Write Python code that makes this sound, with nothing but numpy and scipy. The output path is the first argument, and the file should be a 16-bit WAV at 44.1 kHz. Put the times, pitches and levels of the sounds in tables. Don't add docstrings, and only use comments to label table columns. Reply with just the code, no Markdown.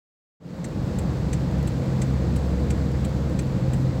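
import sys
import numpy as np
from scipy import signal
from scipy.fft import rfft, irfft
from scipy.io import wavfile
from scipy.ndimage import uniform_filter1d

SR = 44100
rng = np.random.default_rng(int(sys.argv[2]) if len(sys.argv) > 2 else 0)


def store_pcm(level_fs):
    pcm = np.round(np.clip(level_fs, -1, 1) * 32767).astype(np.int16)
    wavfile.write(sys.argv[1], SR, np.atleast_2d(pcm).T)


N = 176400


def undb(db):
    return 10 ** (np.asarray(db) / 20)


def unit(x):
    return x / np.sqrt(np.mean(x ** 2))


def curve(rows, column=1):
    rows = np.array(rows)
    return np.interp(np.arange(N) / SR, rows[:, 0], rows[:, column])


def coloured_noise(n, rows, column=1, boost_db=0):
    rows = np.array(rows)
    hz = np.fft.rfftfreq(n, 1 / SR)
    eq_db = np.interp(np.log(hz + 1), np.log(rows[:, 0]), rows[:, column])
    return irfft(rfft(rng.standard_normal(n)) * undb(eq_db + boost_db), n)


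def drift(rate_hz):
    hold = int(SR / rate_hz)
    steps = np.repeat(rng.standard_normal(N // hold + 1), hold)
    return unit(uniform_filter1d(uniform_filter1d(steps, hold), hold)[:N])


def decay(t, t60):
    return np.exp(-np.log(1000) * t / t60)


def add(out, start_s, sound):
    i = int(start_s * SR)
    out[i:i + len(sound)] += sound[:max(N - i, 0)]


def road():
    # f/Hz, level/dB
    road_eq = [(20, -42), (31, -36), (38, -9), (55, -2.5), (80, -1.5), (150, 0), (215, -3), (240, -8.5),
               (320, -8.5), (390, -15), (530, -15), (590, -19), (850, -22), (1300, -28), (1900, -31.5),
               (3000, -38.5), (4400, -36.5), (5700, -42.5), (7900, -43), (8900, -54.5), (15500, -56)]
    # f/Hz, width/Hz, boost/dB
    resonances = [(177, 10.1, 7.5), (215.8, 17.6, 4), (265, 14, 5), (313.2, 20, 5), (486, 46, 6.5),
                  (532, 29, 4.5), (619, 21, 5), (819, 19, 2)]
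    # t/s, gain/dB
    rumble_ride = [(.4, -13), (.65, -2.5), (.8, 1.5), (1.5, 0), (2.7, 0.5), (4, 2.5)]
    # t/s, gain/dB
    roar_ride = [(.4, 1.1), (.9, -.2), (1.5, .3), (2.1, 0.7), (2.6, 0.57), (3.1, 0), (4, -0.55)]
    crossover_hz, flicker_db, gain_db = 115, .76, -25.5
    hz = np.fft.rfftfreq(N, 1 / SR)
    boost_db = sum(db / (1 + (2 * (hz - f) / width) ** 2) for f, width, db in resonances)
    spectrum = rfft(unit(coloured_noise(N, road_eq, boost_db=boost_db)))
    lows = 1 / (1 + (hz / crossover_hz) ** 8)
    out = irfft(spectrum * lows, N) * undb(curve(rumble_ride))
    octave = np.clip(np.log2((hz + 1) / crossover_hz), 0, 6)
    for k in range(7):
        band = irfft(spectrum * (1 - lows) * np.maximum(1 - abs(octave - k), 0), N)
        flicker = flicker_db * drift(rate_hz=18) / (1 + k * .2)
        out += band * undb(curve(roar_ride) + flicker)
    return out * undb(gain_db)


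def hum(rows, waver_hz=.35, waver_db=1.0):
    hz = curve(rows) + waver_hz * drift(rate_hz=7.99)
    level_db = curve(rows, column=2) + waver_db * drift(rate_hz=9)
    return unit(np.sin(2 * np.pi * np.cumsum(hz) / SR)) * undb(level_db)


def drivetrain():
    # t/s, f/Hz, level/dB
    boom = [(.4, 68, -46), (1, 67.63, -33), (1.5, 67.7, -33), (1.65, 68.05, -26.5), (1.85, 68.3, -41),
            (2.13, 68.4, -27.5), (2.6, 69.5, -24), (2.9, 69.8, -29), (3.35, 69.2, -30.5), (3.55, 67.5, -44),
            (4, 67.3, -33)]
    return hum(boom)


def engine():
    # t/s, f/Hz, level/dB
    drone = [(.4, 133.3, -35.5), (.95, 133.7, -31.5), (1.25, 133.2, -36), (1.43, 133, -27.5),
             (1.8, 133, -31), (1.98, 132.6, -24), (2.2, 132.2, -28.5), (2.55, 131.8, -29.5),
             (3.1, 132.2, -29), (3.55, 131.5, -27.5), (3.86, 130.6, -23), (4, 130.5, -28.5)]
    return hum(drone)


def loose_trim():
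    # t/s, gain/dB
    snaps = [(1.583, -49), (1.6285, -43), (1.8604, -52), (2.917, -50), (3.2976, -48), (3.4228, -49),
             (3.7695, -51)]
    # f/Hz, level/dB
    snap_eq = [(2000, -6), (7000, 7), (9500, 1), (15500, -1)]
    rattle_count, rattle_db, spread_db = 40, -56, 2.5
    rattle = [(rng.uniform(0, N / SR), rattle_db + spread_db * rng.standard_normal())
              for _ in range(rattle_count)]
    out, t = np.zeros(N), np.arange(SR // 20) / SR
    for start_s, db in snaps + rattle:
        add(out, start_s, undb(db) * coloured_noise(len(t), snap_eq) * decay(t, t60=.015))
    return out


def relay_tick(ring_db, clack_db, opening):
    # f/Hz, t60/s, closing level/dB, opening level/dB
    modes = [(1854, .04, -5, -20), (2030, .04, -7, -15), (2430, 0.045, -4.5, -3.5), (4000, 0.054, -8, -6),
             (4530, 0.044, -8, -14), (5960, .035, -8, -15), (6310, 0.046, -6, -10), (6720, .04, -11, -17),
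             (7410, .05, 1, -1.5), (7570, .04, -4, -2), (7990, 0.046, 1.5, -3), (8150, .045, -1.5, -1),
             (8680, .045, -8, -14), (9380, .05, -16, -17), (10900, .04, -22, -9)]
    # f/Hz, closing level/dB, opening level/dB
    clack_eq = [(700, -18, -18), (1900, 1.5, -4), (3200, -5.5, -4), (5200, -10.5, -15), (6100, -1.5, -14.5),
                (7700, -4.5, 0), (9000, -11, -10.5), (11000, -18, -15), (15500, -24, -19)]
    ring_attack_s, clack_attack_s, chatter_s = .0028, .0023, .0058
    t = np.arange(SR // 10) / SR
    settled = np.maximum(t - chatter_s, 0)
    ring = np.zeros(len(t))
    for hz, t60, close_db, open_db in modes:
        accent, detune, phase = rng.standard_normal(3)
        gain = undb((open_db if opening else close_db) + 1.3 * accent)
        partial = np.sin(2 * np.pi * (hz * (1 + .003 * detune) * t + phase))
        ring += gain * partial * decay(settled, t60)
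    ring *= np.minimum(t / ring_attack_s, 1)
    clack = unit(coloured_noise(len(t), clack_eq, column=2 if opening else 1))
    cabin_tail = undb(-14) * decay(settled, t60=.11)
    clack *= np.minimum(t / clack_attack_s, 1) ** .5 * (decay(settled, t60=.046) + cabin_tail)
    return undb(ring_db) * ring + undb(clack_db) * clack


def turn_signal():
    # closing gain/dB, opening gain/dB
    blinks = [(0.5, 0.5), (1.5, .3), (.5, -0.3), (-0.5, -.3), (-1.5, -1)]
    first_tick_s, period_s, lit_s = .6422, .6868, .3432
    out = np.zeros(N)
    for k, (close_db, open_db) in enumerate(blinks):
        start_s = first_tick_s + k * period_s
        add(out, start_s, relay_tick(ring_db=-42, clack_db=-39, opening=False) * undb(close_db))
        add(out, start_s + lit_s, relay_tick(ring_db=-46.5, clack_db=-43, opening=True) * undb(open_db))
    return out


def scene():
    bed = road() + drivetrain() + engine()
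    return (bed + turn_signal() + loose_trim())[None]


def record(dry):
    fade_start_s, fade_s, high_cut_hz = .4, .55, 15800
    fade = np.clip((np.arange(N) / SR - fade_start_s) / fade_s, 0, 1) ** .65
    high_cut = signal.ellip(10, .2, 90, high_cut_hz, fs=SR, output="sos")
    return signal.sosfilt(high_cut, dry * fade)


dry = scene()
out = record(dry)
store_pcm(out)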